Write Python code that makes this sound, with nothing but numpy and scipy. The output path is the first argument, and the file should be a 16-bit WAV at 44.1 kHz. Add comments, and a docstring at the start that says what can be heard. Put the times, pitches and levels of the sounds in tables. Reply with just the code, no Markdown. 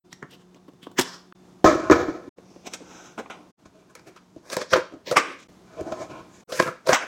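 """Fingers press a plastic box lid until its clasp snaps shut, in a hard-walled kitchen with a humming fridge.
Then carrots drop on a hollow bamboo board, a plastic tray slides out of it, and a knife chops carrot ends and
sweeps them into the tray. Six shots, parted by near-silence. Blows are short pushes with a dying chatter;
strokes, and the ring and echo after loud blows, are uneven noise; both ring the modes of the lid, tray, board
or blade. Fridge: wavering sines; air: shaped noise; walls: decaying noise tails."""
import sys
import numpy as np
from scipy import signal
from scipy.fft import rfft, irfft, next_fast_len
from scipy.io import wavfile
from scipy.ndimage import map_coordinates

SR = 44100
rng = np.random.default_rng(int(sys.argv[2]) if len(sys.argv) > 2 else 0)


def persist_wave(psi):
    """Save psi, clipped to +-1, as 16-bit WAV."""
    counts = np.round(np.clip(psi, -1, 1) * 32767).astype(np.int16)
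    wavfile.write(sys.argv[1], SR, np.atleast_2d(counts).T)


N = 311769


def amp(db):
    """Gain of a level in dB."""
    return 10 ** (np.asarray(db) / 20)


def unit(x):
    """Scaled to rms 1."""
    return x / np.sqrt(np.mean(x ** 2) + 1e-20)


def along(points, hz):
    """Interpolates (Hz, value) points on a log frequency axis."""
    point_hz, values = np.transpose(points)
    return np.interp(np.log(hz + 1), np.log(point_hz + 1), values)


def wobble(rate_hz, size):
    """Smooth random curve, rate_hz knots a second."""
    knots = rng.standard_normal(int(size * rate_hz / SR) + 4)
    return map_coordinates(knots, [np.arange(size) * rate_hz / SR])


def filtered(x, response):
    """Applies a complex frequency response to x."""
    size = next_fast_len(x.shape[-1] + 4096)
    spectrum = rfft(x, size) * response(np.fft.rfftfreq(size, 1 / SR))
    return irfft(spectrum, size)[..., :x.shape[-1]]


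def body(modes, scatter_db=0):
    """Causal sum of resonances, their strengths drawn anew for each blow or stroke."""
    scatter = amp(scatter_db * rng.standard_normal(len(modes)))

    def response(f):
        total = 0
        for k, ((mode_hz, width_hz, level_db), gain) in enumerate(zip(modes, scatter)):
            resonance = 1j * f * width_hz / (mode_hz ** 2 - f * f + 1j * f * width_hz)
            total = total + (-1) ** k * gain * amp(level_db) * resonance  # alternating signs
        return total
    return response


def place(pitch_hz, favour, width=0.2):
    """The point of contact lifts the modes near one pitch; width is relative to it."""
    width_hz = pitch_hz * width
    return lambda f: 1 + favour * 1j * f * width_hz / (pitch_hz ** 2 - f * f + 1j * f * width_hz)


def registers(force, modes, scatter_db, favoured):
    """The body's answer to a force, parted at 800 and 2200 Hz into low, middle and high registers."""
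    ring = body(modes, scatter_db)

    def low(f, split_hz):
        u = f / split_hz
        return 1 / (1 + np.sqrt(2) * 1j * u - u ** 2) ** 2

    def high(f, split_hz):
        return low(f, split_hz) * (f / split_hz) ** 4

    def response(f):
        bands = np.array([low(f, 800), high(f, 800) * low(f, 2200), high(f, 2200)])
        return ring(f) * favoured(f) * bands
    return filtered(force, response)


def blows(table, modes, push, contact_s, favour):
    """Each blow is one rounded push of a given contact time plus a dying chatter of contact."""
    out, t = np.zeros(N + SR), np.arange(SR // 6) / SR

    def early(x):
        return x / np.sqrt(np.mean(x[:SR // 70] ** 2))  # rms 1 over the first 1/70 s

    for start_s, crack_db, thud_db, tick_db, chatter_t60_s, pitch_hz in table:
        chatter = rng.standard_normal(len(t)) * amp(-60 * t / chatter_t60_s)
        chatter *= 1 + 1.3 * np.exp(-t / 0.021)  # strongest at first
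        force = chatter + push * t / contact_s * np.exp(1 - t / contact_s)
        thud, crack, tick = registers(force, modes, 3.5, place(pitch_hz, favour))
        blow = amp(crack_db) * crack / np.abs(crack).max()
        blow += amp(thud_db) * early(thud) + amp(tick_db) * early(tick)
        a = round(start_s * SR)
        out[a:a + len(t)] += blow
    return out[:N]


def rubbing(strokes, modes, grit_db, lumps_db, favour, quicker, top_db):
    """Stick-slip: uneven force, weak on the deepest modes; strokes swell, hold, fade, higher registers quicker."""
    sheen_hz = 9990  # around here the force shelves down to top_db
    span_db = 30  # low register: gained over the swell time, lost over the fade time
    rounding = 1.013  # over 1 rounds the crest of a stroke
    out = np.zeros(N + SR)
    unevenness_db = grit_db * wobble(400, N + SR) + lumps_db * wobble(45, N + SR)
    force = rng.standard_normal(N + SR) * amp(unevenness_db)

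    def shelf(u):
        return (1 + amp(top_db) * u ** 4) / (1 + np.sqrt(2) * 1j * u - u * u) ** 2

    for peak_s, swell_s, hold_s, fade_s, *levels_db, pitch_hz in strokes:
        swell_s, hold_s, fade_s = np.array([swell_s, hold_s, fade_s]) + 1 / SR  # never zero
        a = round((peak_s - 1.5 * swell_s) * SR)
        b = round((peak_s + hold_s + 1.5 * fade_s) * SR)
        t = np.arange(a, b) / SR
        before = np.maximum((peak_s - t) / swell_s, 0)
        after = np.maximum((t - peak_s - hold_s) / fade_s, 0)
        drop_db = span_db * (before + after) ** rounding
        contact = place(pitch_hz, favour)

        def light(f):
            return contact(f) * 1j * f / (90 + 1j * f) * shelf(f / sheen_hz)

        parts = registers(force[a:b], modes, 2.5, light)
        for k, (part, level_db) in enumerate(zip(parts, levels_db)):
            out[a:b] += unit(part) * amp(level_db - drop_db * quicker ** k)
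    return out[:N]


def background():
    """Distant air rush as shaped noise, and the fridge hum as sines wavering in level and phase."""
    # air spectrum, relative: hz, level_db (per Hz)
    air_spectrum = [(15, -38), (40, -19.5), (100, -11.5), (200, -7), (350, -8.5), (550, -17), (1000, -18.5),
                    (2000, -29), (3000, -31), (6500, -31.5), (9000, -39.5), (16000, -49)]
    # fridge partials, relative: pitch_hz, level_db
    partials = [(183, 7.5), (361, 3.5), (710, -7.5), (1066, -23), (3553, -15.5)]
    air = filtered(rng.standard_normal(N), lambda hz: amp(along(air_spectrum, hz)))
    t = np.arange(N) / SR
    hum = np.zeros(N)
    for pitch_hz, level_db in partials:
        phase = 2 * np.pi * pitch_hz * t + 1.1 * wobble(7, N)
        hum += amp(level_db + 2.5 * wobble(6, N)) * np.sin(phase)
    return unit(air) * amp(0.65 * wobble(17, N)), unit(hum)


def kitchen(x):
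    """Diffuse answer of the walls, redrawn every third of a second; each frequency dies at its own speed."""
    # wall decay: hz, t60_s
    decay = [(100, 0.18), (300, 0.25), (1000, 0.36), (4000, 0.4), (8000, 0.32), (14000, 0.083)]
    out, step = np.zeros(len(x) + SR), SR // 3
    for a in range(0, len(x), step):
        hz, t, z = signal.stft(rng.standard_normal(SR // 2), SR, nperseg=256)
        decaying = z * amp(-60 * t / along(decay, hz)[:, None])
        tail = signal.istft(decaying, SR, nperseg=256)[1]
        wet = signal.fftconvolve(x[a:a + step], tail / np.linalg.norm(tail))
        out[a + 200:][:len(wet)] += wet  # 200 samples: delay of the first echo
    return out[:len(x)]


def box():
    """Fingers tap and rub the plastic lid, then its clasp snaps; the lid's modes ring."""
    # blows: start_s, crack_db (peak), thud_db, tick_db (early rms), chatter_t60_s, pitch_hz (favoured)
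    lid_blows = [(0.128, -56, -47, -42.5, 0.02, 277), (0.227, -25, -39.5, -57.5, 0.012, 393),
                 (0.309, -58, -71, -59.5, 0.051, 178), (0.545, -63, -51.5, -59.5, 0.03, 258),
                 (0.681, -50.5, -46, -67.5, 0.056, 310), (0.734, -69, -54, -71.5, 0.034, 151),
                 (0.828, -49, -49.5, -65.5, 0.04, 172), (0.868, -33, -38, -66.5, 0.028, 296),
                 (0.915, -53.5, -56.5, -63, 0.028, 153), (0.989, -12.5, -19.5, -25, 0.031, 1870),
                 (0.994, -11, -23.5, -23.5, 0.059, 283), (1.011, -25, -34.5, -27.5, 0.058, 151),
                 (1.324, -34, -57, -74, 0.046, 797)]
    # lid resonances: mode_hz, width_hz, level_db
    lid_modes = [(50.8, 33, -16), (133.2, 25, -2.5), (268, 92, -0.5), (490, 130, -4.5), (1078, 360, -3),
                 (1820, 570, -5), (3150, 900, -9), (5470, 1300, -13), (7660, 1300, -17.5),
                 (14040, 5000, -26)]
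    # finger strokes, and the dying ring and echo after the clasp snap:
    # peak_s, swell_s, hold_s, fade_s, drum_db, scrape_db, hiss_db, pitch_hz (favoured)
    finger_rows = [(0.13, 0.038, 0, 0.047, -71, -57, -48.5, 4400),
                   (0.226, 0.0082, 0, 0.05, -36, -40, -68, 1770),
                   (0.316, 0.052, 0.021, 0.062, -54.5, -62, -52.5, 2820),
                   (0.41, 0.13, 0.013, 0.051, -55, -65, -64.5, 6650),
                   (0.56, 0.019, 0.0052, 0.063, -50.5, -70, -63, 3500),
                   (0.69, .04, 0, 0.028, -53.5, -63, -65, 3000),
                   (0.832, 0.032, 0.0061, 0.058, -58.5, -53.5, -47.5, 3200),
                   (0.868, 0.013, 0, .15, -46.5, -70, -63, 3200),
                   (0.988, 0.023, 0, 0.0065, -32, -22.5, -20, 1910),
                   (1.02, 0.022, 0, 0.029, -44.5, -40.5, -31.5, 5190),
                   (1.05, .02, .09, 0.2, -53.5, -47.5, -46.5, 5200)]
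    taps = blows(lid_blows, lid_modes, push=2.8, contact_s=0.00008, favour=1.4)
    return taps + rubbing(finger_rows, lid_modes, grit_db=0.3, lumps_db=2.0, favour=2.5,
                          quicker=1.175, top_db=-2.0)


def tray():
    """The plastic tray slides in its slot, hits its stops and catches the carrot ends."""
    # blows: start_s, crack_db (peak), thud_db, tick_db (early rms), chatter_t60_s, pitch_hz (favoured)
    tray_blows = [(2.384, -48, -46, -72, 0.03, 293), (2.56, -52, -43.5, -71, 0.036, 313),
                  (2.668, -59, -47, -44, 0.043, 316), (2.736, -55, -46, -33.5, 0.065, 560),
                  (2.804, -55, -48, -75, 0.038, 420), (3.178, -28, -42, -56.5, 0.059, 1020),
                  (3.187, -39, -35, -51, 0.11, 543), (3.259, -35, -49, -73, 0.07, 682),
                  (3.299, -33, -49, -54, 0.05, 552), (5.168, -3, -24, -19.5, 0.12, 1304),
                  (5.178, -11, -30, -29, 0.11, 1960), (5.401, -50, -63.5, -61, 0.04, 1797),
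                  (5.428, -69, -67, -60, 0.044, 227), (6.93, -5, -26, -22, 0.097, 820),
                  (6.944, -21, -37, -26.5, 0.083, 1110)]
    # tray resonances: mode_hz, width_hz, level_db
    tray_modes = [(182, 110, -10.5), (305, 83, 2.5), (507, 120, 1), (728, 260, -3.5), (1082, 150, 0),
                  (1278, 120, -3), (1513, 170, -3), (2330, 600, -5), (3800, 1100, -8.5), (4700, 1400, -9.5),
                  (6020, 1600, -9.5), (8190, 1200, -17.5), (12200, 5000, -36)]
    # tray strokes, and the dying ring and echo after loud knocks:
    # peak_s, swell_s, hold_s, fade_s, drum_db, scrape_db, hiss_db, pitch_hz (favoured)
    slide_rows = [(2.46, 0.086, .17, 0.044, -57, -89, -65, 6140),
                  (2.67, 0.035, 0.0081, 0.02, -39.5, -45, -39.5, 2350),
                  (2.735, .04, 0.017, 0.028, -47, -45.5, -44.5, 5700),
                  (2.82, .05, 0, .1, -43, -60, -64.5, 426), (2.92, 0.3, 0.15, 0.2, -54, -52, -54, 6200),
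                  (3.19, 0.022, 0.008, 0.044, -37, -39, -49.5, 724),
                  (3.304, .008, 0.0094, .07, -48, -37, -47.5, 1100),
                  (3.35, 0.022, 0.057, 0.18, -51, -61, -68.5, 1080),
                  (5.166, .015, 0.011, .01, -30, -16.5, -26.5, 1500),
                  (5.2, 0.022, 0, 0.035, -30.5, -21.5, -36, 1173),
                  (5.24, 0.024, 0.085, 0.12, -43.5, -39.5, -49.5, 1173),
                  (5.39, .02, 0.048, .02, -67, -64, -57, 6760),
                  (6.95, .02, 0.0077, .07, -52.5, -20, -31, 1544),
                  (7.008, .05, 0.03, 0.13, -42.5, -37, -49, 1540)]
    knocks = blows(tray_blows, tray_modes, push=3.9, contact_s=0.0001, favour=1.3)
    return knocks + rubbing(slide_rows, tray_modes, grit_db=0.0, lumps_db=1.0, favour=0.8,
                            quicker=1.07, top_db=-5.5)


def board():
    """Carrots land, bounce and roll on the hollow board, ringing its modes."""
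    # blows: start_s, crack_db (peak), thud_db, tick_db (early rms), chatter_t60_s, pitch_hz (favoured)
    drops = [(1.643, -4.5, -9.5, -28.5, 0.41, 655), (1.748, -33.5, -24.5, -42.5, 0.059, 325),
             (1.898, -1.5, -12, -38.5, 0.24, 360), (1.911, -7.5, -8.5, -26, 0.1, 315),
             (1.927, -8.5, -28, -34, 0.15, 338), (2.083, -29, -22.5, -57, 0.066, 321),
             (2.275, -49, -39, -72, 0.084, 270), (3.656, -44.5, -49, -64, 0.076, 183),
             (4.362, -60, -39, -68, 0.07, 293.3), (4.922, -61, -50.5, -63, 0.049, 380),
             (4.937, -47, -40.5, -63.5, 0.07, 273), (5.489, -61.5, -52.5, -64, 0.096, 179),
             (5.809, -38, -28.5, -49, 0.029, 330), (5.865, -52, -34, -64.5, 0.081, 312),
             (5.921, -24.5, -41.5, -43, 0.12, 626), (6.009, -49, -37.5, -64, 0.084, 603)]
    # board resonances: mode_hz, width_hz, level_db
    board_modes = [(30, 33, -15.5), (82, 14, -7), (130, 24, -7.5), (320, 68, -1), (425.4, 48, -5),
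                   (476, 39, -4.5), (630, 50, -0.5), (732, 120, -7.5), (1047, 51, 0.5), (1281, 56, -2),
                   (1465, 76, -3.5), (1718, 130, -9.5), (2325, 180, -13), (3400, 2500, -24),
                   (6670, 1620, -23.5), (12520, 5000, -51.5)]
    # rolling strokes, and the dying ring and echo after loud drops:
    # peak_s, swell_s, hold_s, fade_s, drum_db, scrape_db, hiss_db, pitch_hz (favoured)
    roll_rows = [(1.66, 0.012, 0, .2, -13, -15.5, -29.5, 338),
                 (1.8, 0.063, .09, .02, -37.5, -39.5, -52.5, 338),
                 (1.92, 0.0076, 0, .05, -10, -12, -30.5, 347),
                 (1.96, 0.033, 0, .35, -23.5, -29, -41.5, 360), (2.09, 0.036, 0, .22, -42, -52, -63, 343),
                 (3.658, 0.017, 0, .05, -58, -53.5, -57, 295),
                 (3.758, .06, 0.035, .2, -56, -64.5, -65.5, 295),
                 (3.9, 0.022, 0.011, .04, -67, -59, -64.5, 295),
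                 (4.38, 0.07, 0, .1, -56, -71.5, -65.5, 310),
                 (4.94, .05, 0.0032, .09, -40.5, -63, -69, 340),
                 (5.68, 0.087, 0.086, .05, -66, -59, -65, 616),
                 (5.78, .06, 0.32, 0.17, -55, -64, -67, 1020),
                 (5.8, 0.068, 0.005, .04, -33, -48, -56.5, 595),
                 (5.876, 0.086, 0, .1, -38.5, -47.5, -58.5, 626),
                 (5.925, 0.025, 0, .03, -29.5, -41.5, -50, 600),
                 (6.02, 0.234, 0.011, .08, -37, -44, -49, 605),
                 (6.1, .03, 0.1, .15, -43.5, -48.5, -54, 1010),
                 (6.34, 0.081, .07, .02, -71, -64, -57.5, 6900)]
    thuds = blows(drops, board_modes, push=9.7, contact_s=0.0003, favour=3.7)
    return thuds + rubbing(roll_rows, board_modes, grit_db=-0.15, lumps_db=1.0, favour=1.1,
                           quicker=1.084, top_db=-1.5)


def knife():
    """The blade crunches through the carrots, strikes the board near its edge and scrapes over it."""
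    # blows: start_s, crack_db (peak), thud_db, tick_db (early rms), chatter_t60_s, pitch_hz (favoured)
    chop_blows = [(3.952, -38, -53.5, -47.5, 0.031, 550), (3.994, -49, -68, -58, 0.045, 1010),
                  (4.074, -55, -49.5, -64.5, 0.066, 380), (4.162, -46, -56, -57.5, 0.071, 1030),
                  (4.5, -35, -48.5, -41, 0.035, 523), (4.567, -19, -24.5, -32.5, 0.016, 553),
                  (4.615, -24.5, -33, -46.5, 0.03, 560), (4.707, -41, -51, -46.5, 0.03, 1500),
                  (4.734, -4, -19, -23.5, 0.078, 514), (4.774, -36, -24, -50.5, 0.058, 330),
                  (5.112, -21, -21, -32, 0.085, 600), (6.522, -29, -31, -40, 0.048, 484),
                  (6.599, -5, -17.5, -32, 0.03, 360), (6.624, -24, -27.5, -35, 0.041, 370),
                  (6.675, -25, -30, -49, 0.11, 1260), (6.871, -21, -28, -38.5, 0.041, 650),
                  (6.89, -11, -16.5, -35, 0.11, 636)]
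    # blade and board-edge resonances: mode_hz, width_hz, level_db
    knife_modes = [(68.6, 35, -21.5), (160, 66, -8), (367, 95, -6), (513.5, 45, 0), (649.5, 59, -3),
                   (826, 240, -10.5), (1034, 130, -1.5), (1285, 140, -0.5), (1613, 250, 0),
                   (2360, 500, -6.5), (3680, 2000, -11), (5940, 2520, -11), (13130, 5000, -34)]
    # strokes: peak_s, swell_s, hold_s, fade_s, drum_db, scrape_db, hiss_db (and crunch), pitch_hz (favoured)
    cuts = [(3.96, 0.0046, 0, 0.105, -57, -53, -56, 2200),
            (4.075, .03, 0.0012, 0.12, -47, -54.5, -55.5, 356),
            (4.172, 0.032, 0, 0.051, -61.5, -49.5, -59.5, 358),
            (4.465, 0.066, .02, 0.016, -53, -55.5, -57.5, 1510),
            (4.53, 0.054, 0.0047, 0.059, -36.5, -35.5, -34.5, 540),
            (4.575, 0.018, 0.00096, 0.052, -26, -39, -40, 570),
            (4.618, 0.056, 0.00049, 0.049, -35, -37.5, -35, 566),
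            (4.722, 0.062, 0, 0.018, -52, -46, -38, 5480),
            (4.732, 0.015, 0.003, 0.018, -19, -20, -28, 5600),
            (4.76, 0.015, 0.0026, 0.074, -18.5, -22.5, -35.5, 383),
            (5.07, 0.024, 0.046, 0.0084, -39.5, -64, -38.5, 2030),
            (5.125, .01, 0, .045, -20, -29, -38, 600), (6.496, 0.0187, .02, .02, -44, -45, -48.5, 488),
            (6.524, 0.0094, .015, 0.033, -32, -41.5, -37, 493),
            (6.55, .03, .035, 0.015, -43, -43.5, -39, 485),
            (6.599, .015, 0.0018, 0.021, -25, -20, -26.5, 1604),
            (6.612, 0.013, 0.019, 0.06, -34, -38, -34, 1600), (6.68, 0.078, 0, .1, -30.5, -31.5, -44, 1330),
            (6.868, 0.018, 0.025, 0.023, -30.5, -49, -38, 634),
            (6.896, .04, 0.016, .03, -28, -26, -35.5, 660),
            (6.925, 0.014, 0.0014, 0.025, -20.5, -17, -33, 670)]
    chops = blows(chop_blows, knife_modes, push=4.5, contact_s=0.0001, favour=3.8)
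    return chops + rubbing(cuts, knife_modes, grit_db=1.24, lumps_db=1.5, favour=1.9,
                           quicker=1.03, top_db=-0.5)


def scene():
    """Each shot keeps its own echoes and background and is faded at both ends."""
    # shots: start_s, end_s, fade_in_s, fade_out_s, air_db, hum_db
    shots = [(0.035, 1.328, 0.016, 0.0025, -59.5, -57), (1.346, 2.294, .008, 0.00294, -55.5, -55.5),
             (2.359, 3.521, 0.023, 0.015, -56, -58), (3.567, 5.475, 0.029, 0.0025, -59, -64.5),
             (5.483, 6.44, 0.0032, 0.0056, -53.5, -58), (6.47, 7.1, 0.012, 0.0035, -58, -75.5)]
    near = box() + tray() + board() + knife()
    air, hum = background()
    out = np.zeros(N)
    for start_s, end_s, fade_in_s, fade_out_s, air_db, hum_db in shots:
        a, b = round(start_s * SR), min(round(end_s * SR), N)
        t = np.arange(a, b) / SR
        ramp = np.minimum((t - start_s) / fade_in_s, (end_s - t) / fade_out_s)
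        fade = np.clip(ramp, 0, 1) ** 2
        echoes = amp(-14.0) * kitchen(near[a:b])
        behind = amp(air_db) * air[a:b] + amp(hum_db) * hum[a:b]
        out[a:b] = fade * (near[a:b] + echoes + behind)
    return out[None]


def record(dry):
    """Rounds loud blows near full scale, adds a faint dull hiss and cuts all above the band limit."""
    top_hz = 16050
    rounded = dry / (1 + np.abs(dry / 0.92) ** 5) ** (1 / 5)
    hiss = amp(-94.0) * filtered(rng.standard_normal(dry.shape), lambda hz: 1 / (1 + hz / 400))
    return filtered(rounded + hiss, lambda hz: hz < top_hz)


dry = scene()
out = record(dry)
persist_wave(out)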